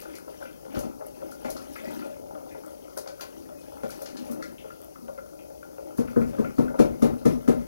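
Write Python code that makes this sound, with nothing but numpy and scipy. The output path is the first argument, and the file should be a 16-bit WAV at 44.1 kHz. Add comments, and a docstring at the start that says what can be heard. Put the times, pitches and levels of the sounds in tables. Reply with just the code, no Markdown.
"""Thick stew, stirred with a wooden spoon in a steel saucepan on a gas stove, plops, pops and squelches.
Its air pockets are damped resonators of rising pitch; its clicks and wet smacks are shaped noise.
The spoon drags on the bottom and knocks the rim: decaying modes and noise bursts form boom and clack.
Small-kitchen reflections and steady rumble and hiss surround this; the right channel is inverted."""
import sys
import numpy as np
from scipy import signal
from scipy.fft import rfft, irfft
from scipy.io import wavfile
from scipy.ndimage import uniform_filter1d

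SR = 44100
rng = np.random.default_rng(int(sys.argv[2]) if len(sys.argv) > 2 else 0)


def to_wav(sig):
    """Store sig (one row per channel, or 1-D mono) as 16-bit WAV at the path in sys.argv[1].

    Samples outside -1..1 are clipped; the rate is SR.
    """
    pcm = np.clip(np.atleast_2d(sig), -1, 1) * 32767
    pcm = np.round(pcm).astype(np.int16)
    wavfile.write(sys.argv[1], SR, pcm.T)  # frames by channels


N = 338238

# Event and spectrum levels are relative: the sources trim or normalise them.
# large air pockets opening behind the spoon: [t/s, level/dB]
LARGE_POCKETS = [(.277, -30.5), (.411, -31.5), (.651, -33.5), (1.01, -28), (1.218, -32), (1.447, -23.5),
                 (1.481, -26.5), (1.837, -29.5), (2.047, -32.5), (2.351, -30.5), (2.546, -32),
                 (2.969, -25.5), (3.06, -30), (3.21, -33.5), (3.834, -24), (4.016, -27.5), (4.395, -31.5),
                 (4.643, -32), (5.082, -27.5), (5.177, -31), (5.503, -37.5), (5.781, -29), (6.333, -30.5),
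                 (6.444, -28), (6.703, -30), (6.743, -25), (7.215, -33)]
# small air pockets bursting at the surface: [t/s, level/dB]
SMALL_POCKETS = [(.052, -42.5), (.183, -44), (.281, -52), (.424, -35.5), (.454, -43), (1.319, -40.5),
                 (1.76, -38.5), (2.022, -39), (2.351, -41.5), (2.974, -39), (3.196, -43), (3.895, -40),
                 (4.425, -34.5), (4.703, -38), (4.957, -41), (5.185, -36.5), (5.628, -40), (6.082, -40),
                 (6.216, -37), (6.348, -43), (6.444, -33), (6.68, -34)]
# tiny bubbles bursting: [t/s, level/dB]
TINY_BUBBLES = [(.186, -37), (1.067, -31), (2.663, -37), (4.817, -37.5), (4.846, -36)]
# air squeezed through the stew: [t/s, level/dB, initial f/Hz, decay time/s]
AIR_SQUEEZES = [(.137, -48, 2250, 0.022), (.455, -50, 2330, 0.014), (1.759, -38.5, 2030, 0.01),
                (1.853, -43, 1980, 0.02), (1.447, -43.5, 2180, 0.013), (2.51, -51, 2060, 0.028),
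                (4.423, -38, 1720, 0.0044), (4.582, -47.5, 2800, .017), (5.39, -53.5, 2530, 0.015),
                (6.075, -49.5, 2320, .02), (6.215, -44.5, 1900, .012), (6.448, -45.5, 2130, 0.0086)]
# how hard the spoon works the stew: [t/s, slosh level/dB, wet crackle level/dB]
STIRRING_EFFORT = [(0, -38.5, -50), (.23, -48, -63.5), (.43, -40.5, -54.5), (.56, -50.5, -62.5),
                   (.78, -32.5, -51), (.95, -52, -69.5), (1.08, -42.5, -61.5), (1.74, -42, -53),
                   (1.87, -34, -52), (2.06, -41, -53), (2.2, -40.5, -63.5), (3.15, -46, -60),
                   (3.7, -46.5, -60), (3.95, -43, -51.5), (4.3, -40.5, -58.5), (4.88, -52.5, -66),
                   (5.7, -46, -68.5), (6.2, -45, -60.5)]
# stew tearing from spoon and wall: [t/s, level/dB, band centre f/Hz before wet colouring]
FILM_TEARS = [(0.013, -49, 7500), (.152, -40.5, 5700), (0.747, -41, 3080), (0.79, -36, 8000),
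              (1.312, -44, 6500), (1.501, -34, 7250), (1.565, -40.5, 4100), (2.973, -32.5, 6650),
              (3.074, -38.5, 3900), (3.208, -33.5, 3600), (3.208, -37.5, 13000), (3.904, -38, 6600),
              (4.018, -37, 8500), (4.058, -38.5, 3900), (4.168, -40.5, 3970), (4.312, -39.5, 9600),
              (4.424, -41, 4300), (5.974, -42, 8500)]
# spectrum of wet crackle: [f/Hz, level/dB]
WET_SPECTRUM = [(1000, 44), (2400, 12), (3400, 8.5), (4500, 15.5), (6400, 16.5), (7700, 7.5), (11000, 21.5),
                (12500, 15.5), (16000, 16)]
# resonances of the air in the pot: [f/Hz, bandwidth/Hz, level/dB]
POT_AIR = [(333, 123, -1), (573, 80, 4), (808, 210, -7), (1374, 139, 9), (2040, 36, 1)]
# blows of the spoon on the pot: [t/s, thud level/dB, wooden clack level/dB]
BLOWS = [(.757, -23, -47), (.836, -27, -56), (1.443, -26, -44), (3.832, -27.5, -47), (4.293, -25, -58),
         (5.981, -13, -44), (6.161, -8.5, -54), (6.206, -20, -54), (6.383, -12.5, -51), (6.581, -8.5, -46),
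         (6.79, -4.5, -32.5), (7.02, -6.5, -34), (7.252, -6.5, -34.5), (7.476, -7, -35)]
# spectrum of the clack: [f/Hz, level/dB]
CLACK_SPECTRUM = [(300, 25), (1300, 8), (2000, 16), (3200, 8), (6500, 10.5), (8000, 1), (11000, 11.5),
                  (16000, -14)]
# modes of the full pot on the stove top: [f/Hz, level/dB, t60/s]
POT_MODES = [(126.1, -19.5, 0.28), (160.2, -17, 0.29), (236.1, 2.5, .15), (248, -18, 0.33),
             (309, 1.5, 0.068), (373, -9.5, 0.15), (450.4, -2.5, .14), (474.3, -6, .17), (550, -16, 0.33),
             (618, -18, 0.34), (736, -22.5, 0.25), (885, -33, .35), (986, -33, .3)]
# spoon rubbing over the bottom: [t/s, length/s, level/dB]
BOTTOM_RUBS = [(1.79, .33, -40), (4.06, .44, -37), (4.95, .2, -43)]
# spectrum of the stove's diffuse shudder after a blow: [f/Hz, level/dB]
SHUDDER_SPECTRUM = [(60, -29), (130, -12), (240, -2), (340, -6.5), (550, -13), (900, -24), (3000, -54)]
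# spectrum of the steady rumble and hiss: [f/Hz, level/dB per Hz]
HISS_SPECTRUM = [(20, -2), (55, 15), (100, 11), (550, 17.5), (1000, -0.5), (2600, -31), (4600, -7.5),
                 (6500, -4.5), (7600, -15.5), (11200, -2.5), (12500, -10), (16000, -6.5)]
# reverberation of the kitchen: [f/Hz, t60/s]
KITCHEN_DECAY = [(100, 0.89), (250, 0.54), (600, 0.27), (1500, 0.33), (5000, 0.21), (14000, 0.16)]
# right channel against left: [f/Hz, level/dB, phase lag/rad, likeness 0-1]
RIGHT_CHANNEL = [(60, -11.5, .02, .45), (200, -5.4, .16, .998), (700, -6, .33, .995), (2400, -8, .62, .87),
                 (8100, -17, .72, .6), (11000, -12, .85, .66), (14000, -2.5, .3, .12)]
EDGE_HZ = 15900  # upper limit of the recorder's band


def plops(hz=560, spread_octaves=0.055, cycles=1.23, glide=0.074, spit=0.35, spit_octaves=0.57,
          spit_fall_s=0.014, trim_db=-3, echo_s=0.009295, snap_db=-16, snap_hz=1200, snap_fall_s=0.0025):
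    """Damped cavity resonance: a large pocket snaps, rings and spits, and excites the air in the pot."""
    t, out = np.arange(SR // 10) / SR, np.zeros(N)
    for s, db in LARGE_POCKETS:
        pitch = hz * 2 ** (spread_octaves * rng.standard_normal())
        splash = unit(around(rng.standard_normal(len(t)), pitch, spit_octaves))
        plop = ping(pitch, cycles, glide) + spit * burst(splash, cycles / pitch, spit_fall_s)
        click = around(rng.standard_normal(len(t)), snap_hz, 0.97) * np.exp(-t / snap_fall_s)
        snap = hollow(click)
        add(out, s, at_level(plop, db + trim_db) + at_level(snap, db + snap_db))
        # the pot's hollow, thrown back by the wall
        add(out, s + echo_s, at_level(hollow(plop), db + trim_db))
    return out


def pops(hz=1330, spread_octaves=0.092, cycles=1.94, glide=0.14, spit=0.37, spit_octaves=0.54,
         spit_fall_s=0.005, ring_db=-7):
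    """Resonance by size: a small pocket bursts with a short rising pip near the hollow's upper pitch."""
    out = np.zeros(N)
    for s, db in SMALL_POCKETS:
        pitch = hz * 2 ** (spread_octaves * rng.standard_normal())
        splash = unit(around(rng.standard_normal(SR // 10), pitch, spit_octaves))
        pop = ping(pitch, cycles, glide) + spit * burst(splash, cycles / pitch, spit_fall_s)
        add(out, s, at_level(pop + amp(ring_db) * hollow(pop), db))
    return out


def ping(hz, cycles, glide, phase=0):
    """Damped oscillation with rising frequency: one air pocket rings for a few cycles."""
    age = np.arange(SR // 10) / SR * hz / cycles
    pitch = hz * (1 + glide * np.tanh(age / 2 - 1))
    return np.sin(2 * np.pi * np.cumsum(pitch) / SR + phase) * age ** 2 * np.exp(-age)


def ticks(fall_s=0.00035, hz=11000):
    """Impulsive excitation: a tiny bubble bursts in one sharp, high click."""
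    out = np.zeros(N)
    for s, db in TINY_BUBBLES:
        click = around(rng.standard_normal(SR // 10), hz, 0.34)
        decay = np.exp(-np.arange(len(click)) / SR / fall_s)
        add(out, s, at_level(click * decay, db, size=64))
    return out


def squelches(rise_s=0.00025, octaves=0.27, spread=0.98, sag_octaves_per_s=2.5):
    """Flow through a widening gap: squeezed air gives a run of tiny clicks of sinking pitch."""
    t, out = np.arange(SR // 3) / SR, np.zeros(N)
    for s, db, hz, fall_s in AIR_SQUEEZES:
        noise, size = rng.standard_normal((2, len(t)))
        clicks = around(noise * np.exp(spread * np.clip(size, -2, 2)), hz, octaves)
        slowing_time = np.cumsum(2 ** (-sag_octaves_per_s * t)) / SR
        sinking = np.interp(slowing_time, t, clicks)
        add(out, s, at_level(burst(sinking, rise_s, fall_s), db, size=512))
    return out


def squeak(s=3.555, length_s=.065, hz=2530, db=-62):
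    """Orifice tone: air whistles faintly through a pinhole in the stew."""
    t, out = np.arange(round(length_s * SR)) / SR, np.zeros(N)
    add(out, s, amp(db) * np.sin(np.pi * t / length_s) * np.sin(2 * np.pi * hz * t))
    return out


def stirring(slosh_db=-1.5, gurgle_db=-6.0, crackle_db=-1):
    """Superposed random pulses: big soft pops in the pot's hollow, smaller gurgles and fine crackle."""
    slosh, wet = amp(effort(np.arange(N) / SR))
    churn = hollow(swarm(210, 1022, per_s=150, cycles=0.6, spread_db=2.3, clump_db=3.5))
    gurgle = swarm(950, 3400, per_s=450, cycles=1.6, spread_db=3, clump_db=3)
    pulses = swarm(2500, 14600, per_s=1500, cycles=1.2, spread_db=4.5, clump_db=4)
    crackle = colour(pulses, WET_SPECTRUM)
    tearing = wet * (slosh / wet) ** 0.19  # gurgles come mostly when the stew tears open
    out = amp(slosh_db) * slosh * unit(churn)
    out += amp(gurgle_db) * tearing * unit(gurgle)
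    return out + amp(crackle_db) * wet * unit(crackle)


def swarm(low_hz, high_hz, per_s, cycles, spread_db, clump_db, count=36):
    """Random pulse trains: pockets of many sizes open in clumps, most of them faintly."""
    out, knots = np.zeros(N), np.arange(0, N + SR // 30, SR // 30)
    for hz in np.geomspace(low_hz, min(high_hz, SR / 3), count):
        height = amp(spread_db * np.minimum(rng.exponential(1, N), 3.5))
        train = height * (rng.random(N) < per_s / count / SR)
        pocket = unit(ping(hz, cycles, 0.046, 2 * np.pi * rng.random()))
        out += signal.oaconvolve(train, pocket)[:N]
    clumping = np.interp(np.arange(N), knots, rng.standard_normal(len(knots)))
    return out * amp(clump_db * clumping)


def effort(s):
    """Drive of the stirring: levels/dB of slosh and wet crackle, interpolated at the times s."""
    at, *columns = np.transpose(STIRRING_EFFORT)
    return [np.interp(s, at, c) for c in columns]


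def smacks(rise_s=0.0008, fall_s=0.011, spread=0.68, octaves=1.0, trim_db=0):
    """Film rupture: a quick clump of tiny clicks, from low narrow squelch to high wide spatter."""
    out = np.zeros(N)
    for s, db, hz in FILM_TEARS:
        noise, size = rng.standard_normal((2, SR // 10))
        clicks = around(noise * np.exp(spread * size), hz, octaves * np.sqrt(hz / 7000))
        smack = burst(colour(clicks, WET_SPECTRUM), rise_s, fall_s)
        add(out, s, at_level(smack, db + trim_db, size=128))
    return out


def hollow(x):
    """Cavity resonance: the air above the stew rings at a few fixed pitches."""
    return sum(amp(db) * signal.lfilter(*signal.iirpeak(hz, hz / width, SR), x)
               for hz, width, db in POT_AIR)


def clacks(rise_s=0.0036, fall_s=0.019, trim_db=2, wood_hz=1150, wood_fall_s=0.0042, wood_db=-24):
    """Contact noise: wood knocks hollowly on every blow; hard blows on the bare rim clack brightly."""
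    out = np.zeros(N)
    for s, thud_db, clack_db in BLOWS:
        rim, wood = rng.standard_normal((2, SR // 5))
        clack = burst(colour(rim, CLACK_SPECTRUM), rise_s, fall_s)
        knock = burst(around(wood, wood_hz, 0.35), rise_s, wood_fall_s)
        add(out, s, at_level(clack, clack_db + trim_db))
        add(out, s, at_level(knock, thud_db + wood_db))
    return out


def thuds(rise_s=0.0093, first=0.17, detune=0.028, place_db=-1.5, softness=0.27, trim_db=-5.0):
    """Modal excitation: each blow swells into modes of pot and stove top, which the stew soon damps."""
    t, out = np.arange(SR // 2) / SR, np.zeros(N)
    hz, db, t60 = np.transpose(POT_MODES)[:, :, None]
    # a small prompt share, then the main swell
    swell = first * (1 - np.exp(-t / .001)) + (1 - first) * (1 - np.exp(-(t / rise_s) ** 4))
    decay = amp(-60 * t / t60)
    phase, hardest_db = rng.random(hz.shape), np.max(BLOWS, axis=0)[2]
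    for s, thud_db, clack_db in BLOWS:
        # each lands elsewhere, and the stew shifts
        place, load, turn = rng.standard_normal((3, *hz.shape))
        # soft blows miss the high modes
        dull_db = softness * (clack_db - hardest_db) * np.log2(np.maximum(hz / 240, 1))
        level = amp(db + place_db * place + dull_db)
        tone = np.sin(2 * np.pi * (hz * (1 + detune * load) * t + phase + 0.11 * turn))
        modes = level * decay * tone
        add(out, s, at_level(swell * modes.sum(0), thud_db + trim_db, size=1400))
    return out


def drags(bandwidth_hz=24):
    """Friction excitation: rubbing noise makes the pot murmur, with weight on its long-ringing modes."""
    out = np.zeros(N)
    for s, length_s, db in BOTTOM_RUBS:
        slips = rng.standard_normal(round(length_s * SR))
        murmur = sum(amp(mode_db) * t60 * signal.lfilter(*signal.iirpeak(hz, hz / bandwidth_hz, SR), slips)
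                     for hz, mode_db, t60 in POT_MODES)
        murmur = unit(around(murmur, POT_MODES[2][0], 0.58))
        add(out, s, amp(db) * murmur * np.sqrt(np.hanning(len(slips))))
    return out


def shudders(rise_s=.012, fall_s=.055, trim_db=-14.7):
    """Diffuse structural vibration: the blow spreads through the grate and the stove's panels."""
    out = np.zeros(N)
    for s, thud_db, _ in BLOWS:
        panels = colour(rng.standard_normal(SR // 2), SHUDDER_SPECTRUM)
        add(out, s, at_level(burst(panels, rise_s, fall_s), thud_db + trim_db, size=3000))
    return out


def rocking(s=.74):
    """Rigid-body motion: the shoved pot rumbles briefly on its grate and sways deeply after each blow."""
    out = np.zeros(N)
    add(out, s, rumble(length_s=0.1, hz=90, db=-33.5))
    for at, thud_db, _ in BLOWS:
        add(out, at, rumble(length_s=.19, hz=41, db=thud_db - 33))
    return out


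def rumble(length_s, hz, db):
    """Band-limited random vibration: a low noise swells and dies."""
    noise = around(rng.standard_normal(round(length_s * SR)), hz, 1.0)
    return amp(db) * unit(noise) * np.hanning(len(noise))


def background(db=-45.5):
    """Stationary noise: steady rumble and hiss of fixed spectrum."""
    return amp(db) * unit(colour(rng.standard_normal(N), HISS_SPECTRUM))


def kitchen(x, wet_db, gap_s=0.0083):
    """Reverberation: direct sound plus dense reflections that die band by band."""
    hz, t, z = signal.stft(rng.standard_normal(SR // 2), SR, nperseg=256)
    decay = amp(-60 * t / read(KITCHEN_DECAY, hz)[:, None])
    tail = signal.istft(z * decay, SR, nperseg=256)[1]
    tail *= np.arange(len(tail)) > gap_s * SR
    return x + amp(wet_db) * signal.fftconvolve(x, tail / np.linalg.norm(tail))[:N]


def port_pair(left):
    """Interchannel coherence: the right is inverted, weaker, phase-lagged and partly scattered by band."""
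    hz, _, z = signal.stft(left, SR, nperseg=1024)
    table = np.array(RIGHT_CHANNEL)
    level_db, lag, alike = (read(table[:, [0, k]], hz)[:, None] for k in (1, 2, 3))
    alike = np.clip(alike, 0, 1)
    scatter = np.exp(2j * np.pi * rng.random(z.shape))
    transfer = alike * np.exp(-1j * lag) + np.sqrt(2 * (1 - alike ** 2)) * scatter
    right = -z * amp(level_db) * transfer
    return np.array([left, signal.istft(right, SR, nperseg=1024)[1][:N]])


def amp(db):
    """Level definition: converts dB to an amplitude ratio."""
    return 10 ** (np.asarray(db) / 20)


def unit(x):
    """Effective value: scales x to an RMS of one."""
    return x / np.sqrt(np.mean(x ** 2) + 1e-20)


def read(points, hz):
    """Logarithmic frequency scale: interpolates rows [f/Hz, value] along it."""
    f, value = np.transpose(points)
    return np.interp(np.log(hz + 1), np.log(f), value)


def add(mix, s, sound):
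    """Superposition: adds a sound to the mix from time s on."""
    part = mix[max(round(s * SR), 0):][:len(sound)]
    part += sound[:len(part)]


def colour(x, points):
    """Linear filtering: weights the spectrum of x by rows [f/Hz, level/dB]."""
    return irfft(rfft(x) * amp(read(points, np.fft.rfftfreq(len(x), 1 / SR))), len(x))


def around(x, hz, octaves):
    """Band-pass filtering: keeps a bell-shaped band of x on an octave scale."""
    f = np.fft.rfftfreq(len(x), 1 / SR) + 1
    return irfft(rfft(x) * np.exp(-.5 * (np.log2(f / hz) / octaves) ** 2), len(x))


def burst(noise, rise_s, fall_s):
    """Exponential transient: gives a noise a quick start and a dying tail."""
    t = np.arange(len(noise)) / SR
    return noise * (1 - np.exp(-t / rise_s)) * np.exp(-t / fall_s)


def at_level(x, db, size=256):
    """Short-time level: scales x so that its loudest window of size samples has this RMS level."""
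    return x * amp(db) / np.sqrt(uniform_filter1d(x ** 2, size).max())


def scene():
    """Superposition of stew, spoon, stove and background, heard in two channels."""
    pockets = kitchen(plops() + pops() + ticks(), wet_db=-7.5)
    stew = pockets + kitchen(squelches() + squeak() + stirring(), wet_db=-2)
    spoon = kitchen(clacks() + smacks(), wet_db=-1.5)
    stove = kitchen(thuds() + drags(), wet_db=-22.5, gap_s=0.05) + shudders() + rocking()
    return port_pair(stew + spoon + stove + background())


def record(dry):
    """Saturation and low-pass filtering: rounds off the tallest peaks, then limits the band."""
    rounded = dry / (1 + (dry / .85) ** 6) ** (1 / 6)
    low_pass = signal.firwin(511, EDGE_HZ, window=("kaiser", 9), fs=SR)
    return signal.oaconvolve(rounded, low_pass[None], "same")


dry = scene()
out = record(dry)
to_wav(out)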